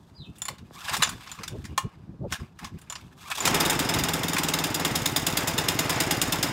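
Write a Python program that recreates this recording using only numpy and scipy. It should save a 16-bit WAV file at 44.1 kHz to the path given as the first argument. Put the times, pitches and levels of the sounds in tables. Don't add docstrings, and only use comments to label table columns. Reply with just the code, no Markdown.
import sys
import numpy as np
from scipy import signal
from scipy.fft import rfft, irfft, next_fast_len
from scipy.io import wavfile
from scipy.ndimage import uniform_filter1d, map_coordinates

SR = 44100
rng = np.random.default_rng(int(sys.argv[2]) if len(sys.argv) > 2 else 0)


def log_audio(samples):
    frames = np.atleast_2d(samples).T
    limited = np.clip(frames, -1, 1)
    pcm = np.round(limited * 32767).astype(np.int16)
    wavfile.write(sys.argv[1], SR, pcm)


N = 287532


def amp(db):
    return 10 ** (np.asarray(db) / 20)


def unit(x):
    return x / np.sqrt(np.mean(x ** 2) + 1e-20)


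def along(points, hz):
    freqs, values = np.transpose(points)
    return np.interp(np.log(hz + 1), np.log(freqs + 1), values)


def curves(rows):
    times, *columns = np.transpose(rows)
    return [np.interp(np.arange(N) / SR, times, column) for column in columns]


def wobble(rate):
    return map_coordinates(rng.standard_normal(int(N * rate / SR) + 4), [np.arange(N) * rate / SR])


def filtered(x, response):
    size = next_fast_len(N + SR // 2)
    return irfft(rfft(x, size) * response(np.fft.rfftfreq(size, 1 / SR)), size)[..., :N]


def noise(spectrum, peaks=(), lift_db=0):
    def bumps(f):
        return 1 + sum(amp(db + lift_db) / (1 + (2 * (f - hz) / width) ** 2) for hz, width, db in peaks)
    return unit(filtered(rng.standard_normal(N), lambda f: amp(along(spectrum, f)) * bumps(f)))


def add(track, s, piece):
    part = track[round(s * SR):][:len(piece)]
    part += piece[:len(part)]


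def swell(s, length):
    return s - length / 2, np.hanning(max(round(length * SR), 8))


def even(x, span_s):
    return x / np.sqrt(np.abs(uniform_filter1d(x ** 2, size=round(span_s * SR))) + 1e-9)


def glide(rows, waver, overtone_db):
    hz, db = curves(rows)
    t = np.arange(N) / SR
    phase = 2 * np.pi * np.cumsum(hz * (1 + waver * wobble(200))) / SR
    sounding = (t > rows[0][0]) & (t < rows[-1][0])
    return sounding * amp(db + 3.1 * wobble(80)) * (np.sin(phase) + amp(overtone_db) * np.sin(2 * phase))


def patchy(x, depth_db):
    spectrum = signal.stft(x, nperseg=256)[2]
    patches = uniform_filter1d(rng.standard_normal(spectrum.shape), size=3, axis=0)
    patches = uniform_filter1d(patches, size=6, axis=1)
    return unit(signal.istft(spectrum * amp(depth_db * unit(patches)), nperseg=256)[1][:N])


def ring(notes, t, spread_db):
    return sum(amp(db + rng.normal(0, spread_db) - 60 * t / ring_s)
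               * np.sin(2 * np.pi * hz * rng.normal(1, 0.0043) * t) for hz, db, ring_s in notes)


# (frequency [Hz], relative level [dB])
HUSH_COLOUR = [(180, -120), (300, 2), (600, 2), (1000, 2.5), (1500, -6), (2500, -16.5), (4500, -16.5),
               (8000, -25.5), (14000, -32), (16000, -40)]
def garden_hush():
    return amp(-63.5 + wobble(2.7)) * noise(HUSH_COLOUR)


# (frequency [Hz], relative level [dB])
RUMBLE_COLOUR = [(15, -41.5), (25, -13), (70, -2), (170, -1), (395, -16.5), (522, -37), (568, -43),
                 (700, -32), (910, -64), (1540, -120)]
FLAP_COLOUR = [(150, -120), (300, -1.5), (500, 1), (900, -18), (1500, -43), (2500, -120)]
# (middle time [s], strength [dB], relative flap [dB], length [s])
GUSTS = [(0.048, -54, -16, 0.1), (0.21, -44.5, -23, 0.093), (0.289, -41, -18, 0.08),
         (0.515, -49, -1.5, 0.12), (0.63, -45, -21, 0.092), (1.008, -40, -9.5, 0.34),
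         (1.151, -39.5, -12, 0.1), (1.409, -48, -3.5, 0.12), (1.549, -31.5, -12, 0.17),
         (1.645, -35.5, -29, 0.064), (1.723, -35.5, -24, 0.11), (1.856, -30.5, -15.5, 0.071),
         (1.997, -43, -26, 0.06), (2.075, -40.5, -26.5, 0.12), (2.143, -38.5, -19, 0.073),
         (2.244, -29, -2.5, 0.12), (2.329, -38, -11, 0.084), (2.425, -36.5, -20, 0.093),
         (2.645, -43.5, -18.5, 0.1), (2.739, -36.5, -28, 0.1), (3.046, -45, -22, 0.094),
         (3.997, -26, -36, 0.16)]
def wind():
    breeze_db = -53.5
    push, flap = np.full(N, amp(breeze_db)), np.zeros(N)
    for s, db, flap_db, length in GUSTS:
        start, hump = swell(s, length)
        add(push, start, amp(db - 1.5) * hump)
        add(flap, start, amp(db + flap_db + 2) * hump ** 3)
    rumbling = even(amp(4.5 * wobble(30)) * noise(RUMBLE_COLOUR), span_s=.09)
    flapping = even(amp(5.9 * wobble(60)) * noise(FLAP_COLOUR), span_s=.05)
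    return push * rumbling + flap * flapping


# (time [s], pitch [Hz], relative level [dB])
CHIRP = [(.135, 4500, -73), (.155, 5040, -49), (.19, 4200, -48), (.205, 3820, -46), (.225, 3700, -48),
         (.25, 2850, -51), (.265, 2550, -57), (.285, 2790, -65), (.35, 2750, -80)]
def bird():
    return glide(CHIRP, waver=.035, overtone_db=-36)


# (time [s], rub level [dB], hiss level [dB])
ROPE_LEVELS = [(0.25, -72, -71.5), (0.7, -70, -75), (0.735, -56, -54), (0.87, -39, -44), (1.0, -40.5, -44),
               (1.14, -48, -53.5), (1.36, -49.5, -55), (1.6, -60, -63.5), (1.9, -61.5, -74),
               (2.2, -79, -85), (2.86, -61.5, -68), (3.0, -58, -62), (3.15, -67, -71), (3.18, -57.5, -57),
               (3.43, -44, -40), (3.6, -90, -90)]
# (middle time [s], level [dB], relative hiss [dB], length [s])
RASPS = [(0.369, -66.5, 9.5, 0.044), (0.48, -59, -12, 0.34), (0.854, -37.5, -7.5, 0.054),
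         (0.888, -41, -7, 0.021), (0.941, -31, -2.5, 0.054), (1.403, -45, -14, 0.063),
         (2.337, -39.5, -2, 0.089), (2.372, -55.5, -9, 0.29), (2.641, -49, -6.5, 0.16),
         (3.282, -44, -1, 0.038), (3.318, -35.5, -5, 0.042), (3.357, -33.5, 3, 0.024),
         (3.387, -27.5, -4, 0.053)]
# (frequency [Hz], relative level [dB])
RUB_COLOUR = [(440, -32.5), (750, 0), (1070, 1.5), (1510, -1), (1660, 4.5), (1870, -4), (2670, -0.5),
              (4170, -14), (5000, -7), (6500, -39), (11000, -120)]
HISS_COLOUR = [(2060, -27), (3500, 4.5), (4240, -3.5), (8210, -5.5), (9810, -11.5), (13000, -10),
               (16000, -20)]
# (pitch [Hz], relative level [dB], ring time [s])
COVER_NOTES = [(845, -12, 0.046), (1077, -0.5, 0.046), (1235, -9, 0.04), (1760, -12.5, 0.041),
               (2340, -14.5, 0.047), (2850, -23, 0.094), (2910, -36, 0.35)]
def rope():
    rub_level, hiss_level = amp(curves(ROPE_LEVELS))
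    for s, db, hiss_db, length in RASPS:
        start, hump = swell(s, length)
        add(rub_level, start, amp(db) * hump)
        add(hiss_level, start, amp(db + hiss_db) * hump)
    grain = unit(amp(3 * wobble(70) + 1.95 * wobble(400)))
    cover_peaks = [(hz, 150, db) for hz, db, _ in COVER_NOTES]
    rub = patchy(noise(RUB_COLOUR, cover_peaks, lift_db=-4.5), depth_db=4)
    return grain * (rub_level * rub + hiss_level * noise(HISS_COLOUR))


# (time [s], strength [dB], relative pawl ring [dB], relative cover ring [dB], relative fizz [dB])
KNOCKS = [(0.384, -51.5, 5, -5, 12), (0.419, -28, 6, -14, -1), (0.454, -30.5, 3.5, -8, -7),
          (0.4834, -19, -9, -8, -8.5), (0.5824, -39.5, -19, -16, -11), (0.894, -17.5, -21.5, -25, -9.5),
          (0.9672, -18.5, -12, -27, -4), (1.0224, -7, -24, -10.5, -10.5), (1.033, -15.5, 3, -25, -15),
          (1.045, -23.5, -14, 0, -22), (1.0731, -21.5, -18, -14, -16), (1.0919, -25, -5, -21, -2.5),
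          (1.274, -32.5, -29.5, -8, -31), (1.3162, -28, -6, -28, -9), (1.3877, -36, -26, -1, -24.5),
          (1.4338, -23, -28, -17, -10.5), (1.479, -25, -10.5, -27, -5.5), (1.642, -36, -16, -31, -10),
          (1.652, -32.5, -13, -22, -8), (1.7779, -13, -16, 1.5, -7), (2.3232, -20, -12.5, -12, -6),
          (2.399, -44, -17, 2, -17), (2.5895, -33.5, -25, -8.5, -8), (2.6452, -25, -36.5, -7, -12),
          (2.787, -44, -11, -13, -2), (2.815, -44, -5, -9, -2), (2.8995, -25, -4, -17, -10),
          (2.9244, -26.5, -4, -12, -14), (2.9549, -26.5, -15, -14, -19), (3.3014, -26, -13, -12, -5.5),
          (3.405, -22.5, 0, -4, -4.5), (3.4752, -10, -18.5, -13, -7.5), (4.366, -15, -23, -9, -10.5),
          (4.383, -17, -18, -3, -6)]
# (pitch [Hz], relative level [dB], ring time [s])
PAWL_NOTES = [(3520, -5.5, 0.035), (3540, -31, 0.34), (7050, 0.5, 0.056), (7270, -0.5, 0.027),
              (9130, -9.5, 0.033), (10650, -10.5, 0.037)]
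# (frequency [Hz], relative level [dB])
SLAP_COLOUR = [(200, -120), (500, -13.5), (1000, -2), (3000, -4), (6000, -6.5), (9000, -23.5),
               (12000, -120)]
FIZZ_COLOUR = [(4000, -120), (6000, -25), (8000, -3.5), (12000, -11.5), (16000, -15.5)]
def starter_knocks():
    ringing, slap, fizz = np.zeros((3, N))
    t = np.arange(SR // 4) / SR
    for s, db, pawl_db, cover_db, fizz_db in KNOCKS:
        burst = amp(db - 5 - 60 * t / .057) * (1 - np.exp(-t / 0.0016))
        add(slap, s - .001, burst)
        add(fizz, s - .001, burst * amp(fizz_db))
        build_up = 1 - np.exp(-t / 0.0023)
        add(ringing, s, amp(db + 3 + cover_db) * build_up * ring(COVER_NOTES, t, spread_db=0))
        add(ringing, s, amp(db - 3 + pawl_db) * ring(PAWL_NOTES, t, spread_db=2.5))
    slap *= patchy(noise(SLAP_COLOUR), depth_db=4.5)
    fizz *= patchy(noise(FIZZ_COLOUR), depth_db=3)
    return ringing + slap + fizz


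# (time [s], strength [dB])
ROPE_JERK = (.7085, -37)
def rope_pop():
    s, db = ROPE_JERK
    out, t = np.zeros(N), np.arange(SR // 4) / SR
    level = amp(db - 60 * t / 0.057) * (1 - np.exp(-t / 0.00058))
    add(out, s, level * np.sin(9 * np.log(1 + t / 0.00051)))
    return out


WHINE_STARTS = [0.745, 3.235]
def reel_whine(s):
    start_hz, climb_hz_per_s, hold_db = 920, 6700, -45
    edge_s, hold_s = .02, .05
    elapsed = np.cumsum([0, edge_s, hold_s, edge_s])
    hz = start_hz + climb_hz_per_s * elapsed
    db = hold_db - 24 * np.array([1, 0, 0, 1])
    return glide(np.transpose([s + elapsed, hz, db]), waver=.05, overtone_db=-5.5)


# (time [s], base level [dB])
RATTLE_LEVELS = [(3.28, -130), (3.38, -43), (3.46, -30), (3.7, -32.5), (4.0, -35), (4.6, -36), (6.52, -33)]
# (frequency [Hz], relative level [dB])
CLATTER_COLOUR = [(210, -19), (350, -0.5), (557, -3.5), (857, -2.5), (2130, -6.5), (3390, -14), (4040, -17),
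                  (5570, -16), (7920, -25), (15000, -34.5), (16000, -34)]
DRONE_COLOUR = [(25, -120), (45, -5), (80, -9), (130, -3.5), (200, -2.5), (300, -0.5), (450, -14),
                (700, -120)]
# (pitch [Hz], width [Hz], relative level [dB])
CASING_PEAKS = [(668, 30, -7), (851, 40, -3.5), (2086, 19, -2), (2674, 57, -6), (2835, 39, -1),
                (3230, 55, -7), (3624, 330, -6.5), (4870, 34, 2.5), (5170, 34, 5.5), (7000, 630, -3.5),
                (7640, 71, -4), (8450, 64, -1.5), (11200, 110, -9), (12000, 150, -11)]
def engine_rattle(fired):
    shake, t = np.ones(N), np.arange(SR // 5) / SR
    for s, _ in fired:
        add(shake, s, 0.5 * amp(-60 * t / 0.4))
    db = curves(RATTLE_LEVELS)[0]
    flicker_db = 1.3 * wobble(80) + 1.04 * wobble(7)
    clatter = amp(db + flicker_db) * noise(CLATTER_COLOUR, CASING_PEAKS, lift_db=-1.5)
    drone = amp(db - 7) * shake * 1 * noise(DRONE_COLOUR)
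    return shake * clatter + drone


# (time [s], turns since the first firing [count])
TURNS_MADE = [(3.4542, 0), (3.5456, 2), (3.602, 3), (3.6522, 4), (3.7927, 7), (4.2331, 16), (4.4853, 21),
              (4.6401, 24), (4.9546, 30), (5.475, 40), (5.896, 48), (6.3236, 56), (6.481, 59)]
# (time [s], strength [dB], change on odd turns [dB])
FIRING_STRENGTH = [(3.45, -7.5, 0), (3.62, -10, 3), (3.95, -13, 0), (4.12, -12.5, -2.5), (4.33, -14.5, 0.5),
                   (4.53, -11, -2.5), (4.8, -11, -7.5), (5.06, -8, -9), (6.52, -8.5, -9)]
def engine_turns():
    early_misses, settled_turn = (1, 6, 8, 15, 25), 29
    times, made = np.transpose(TURNS_MADE)
    turn = np.arange(made[-1] + 1)
    when = np.interp(turn, made, times)
    odd = turn % 2 == 1
    missed = np.isin(turn, early_misses) | (odd & (turn >= settled_turn))
    at, strength_db, odd_db = np.transpose(FIRING_STRENGTH)
    db = np.interp(when, at, strength_db) + odd * np.interp(when, at, odd_db)
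    db += rng.normal(0, 0.52, len(turn))
    return list(zip(when[~missed], db[~missed])), when[missed]


# (delay [s], pitch [Hz], level [dB], rise time [s])
FIRED_NOTES = [(-.005, 87, -40.5, .02), (.0025, 163, -30, .012), (.0125, 290, -26.5, .0032),
               (.014, 850, -38, .005)]
MISSED_NOTES = [(-.005, 58, -41, .016), (.012, 125, -27.5, .0055), (.0148, 270, -24, .002)]
def muffler(out, s, fires):
    t = np.arange(SR // 8) / SR
    for delay, hz, db, rise in FIRED_NOTES if fires else MISSED_NOTES:
        start = s + delay + rng.normal(0, 0.00041)
        level = amp(db + rng.normal(0, 0.79)) * t / rise * np.exp(1 - t / rise)
        add(out, start, level * np.sin(2 * np.pi * hz * rng.normal(1, 0.012) * t))


# (frequency [Hz], relative level [dB])
BARK_COLOUR = [(350, -45), (600, -6), (2720, -5), (3340, -3), (3680, -1.5), (4400, -7.5), (5050, -4),
               (5630, -6.5), (6830, -6), (16000, -9)]
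# (pitch [Hz], relative level [dB], ring time [s])
FIN_NOTES = [(2100, -18, .05), (2734, -11, .06), (3560, 2.5, .04), (4900, -4.5, 0.095), (5250, -4, 0.14),
             (6900, 4, .03), (8370, -5, 0.063)]
def engine_beats(fired, missed):
    gas, fins, bark = np.zeros((3, N))
    t = np.arange(SR // 5) / SR
    crack, buzz = amp(-60 * t / 0.067), amp(-23 - 60 * t / 0.25)
    for s, db in fired:
        muffler(gas, s, fires=True)
        add(bark, s - .002, amp(db - 7.5) * (crack + buzz) * (1 - np.exp(-t / 0.0011)) ** 2)
        add(fins, s, amp(db - 21) * (1 - np.exp(-t / .002)) * ring(FIN_NOTES, t, spread_db=3))
    early_rattle = amp(-60 * t / .1)
    late_rattle = amp(-60 * t / 0.089) * (1 - np.exp(-t / 0.0014))
    for s in missed:
        muffler(gas, s, fires=False)
        add(fins, s + .011, amp(-39.5) * ring(FIN_NOTES, t, spread_db=3.5))
        add(bark, s + rng.normal(.0049, .0018), amp(rng.normal(-34, 1.6)) * late_rattle)
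        add(bark, s + rng.normal(-.02, .003), amp(rng.normal(-37, 1.5)) * early_rattle)
    roughness = amp(2.4 * wobble(250))
    casing = patchy(noise(BARK_COLOUR, CASING_PEAKS, lift_db=6), depth_db=1.9)
    return gas + fins + bark * even(roughness * casing, span_s=0.019)


# (frequency [Hz], ring time [s])
ECHO_TIMES = [(200, 0.39), (2000, 0.22), (10000, .15)]
def patio_echo(x):
    hz, t, spectrum = signal.stft(rng.standard_normal(SR // 2), SR, nperseg=256)
    fade = amp(-60 * t / along(ECHO_TIMES, hz)[:, None])
    tail = signal.istft(spectrum * fade, SR, nperseg=256)[1]
    thin = filtered(x, lambda f: f ** 2 / (f ** 2 + 500 ** 2))
    delayed = np.pad(thin, (300, 0))
    return signal.fftconvolve(delayed, tail / np.linalg.norm(tail))[:N]


def scene():
    starter = rope() + rope_pop() + sum(reel_whine(s) for s in WHINE_STARTS) + starter_knocks()
    fired, missed = engine_turns()
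    machine = starter + engine_beats(fired, missed) + engine_rattle(fired)
    chirp, hush = bird(), garden_hush()
    echo = patio_echo(amp(-13) * machine + amp(-3) * chirp)
    return (machine + 0.52 * chirp + echo + wind() + hush)[None]


def record(dry):
    bass_hz, top_hz = 32, 15800
    def response(hz):
        treble_cut = np.clip((top_hz - hz) / 300 + .5, 0, 1)
        return treble_cut * hz ** 4 / (hz ** 4 + bass_hz ** 4)
    return filtered(dry, response)


dry = scene()
out = record(dry)
log_audio(out)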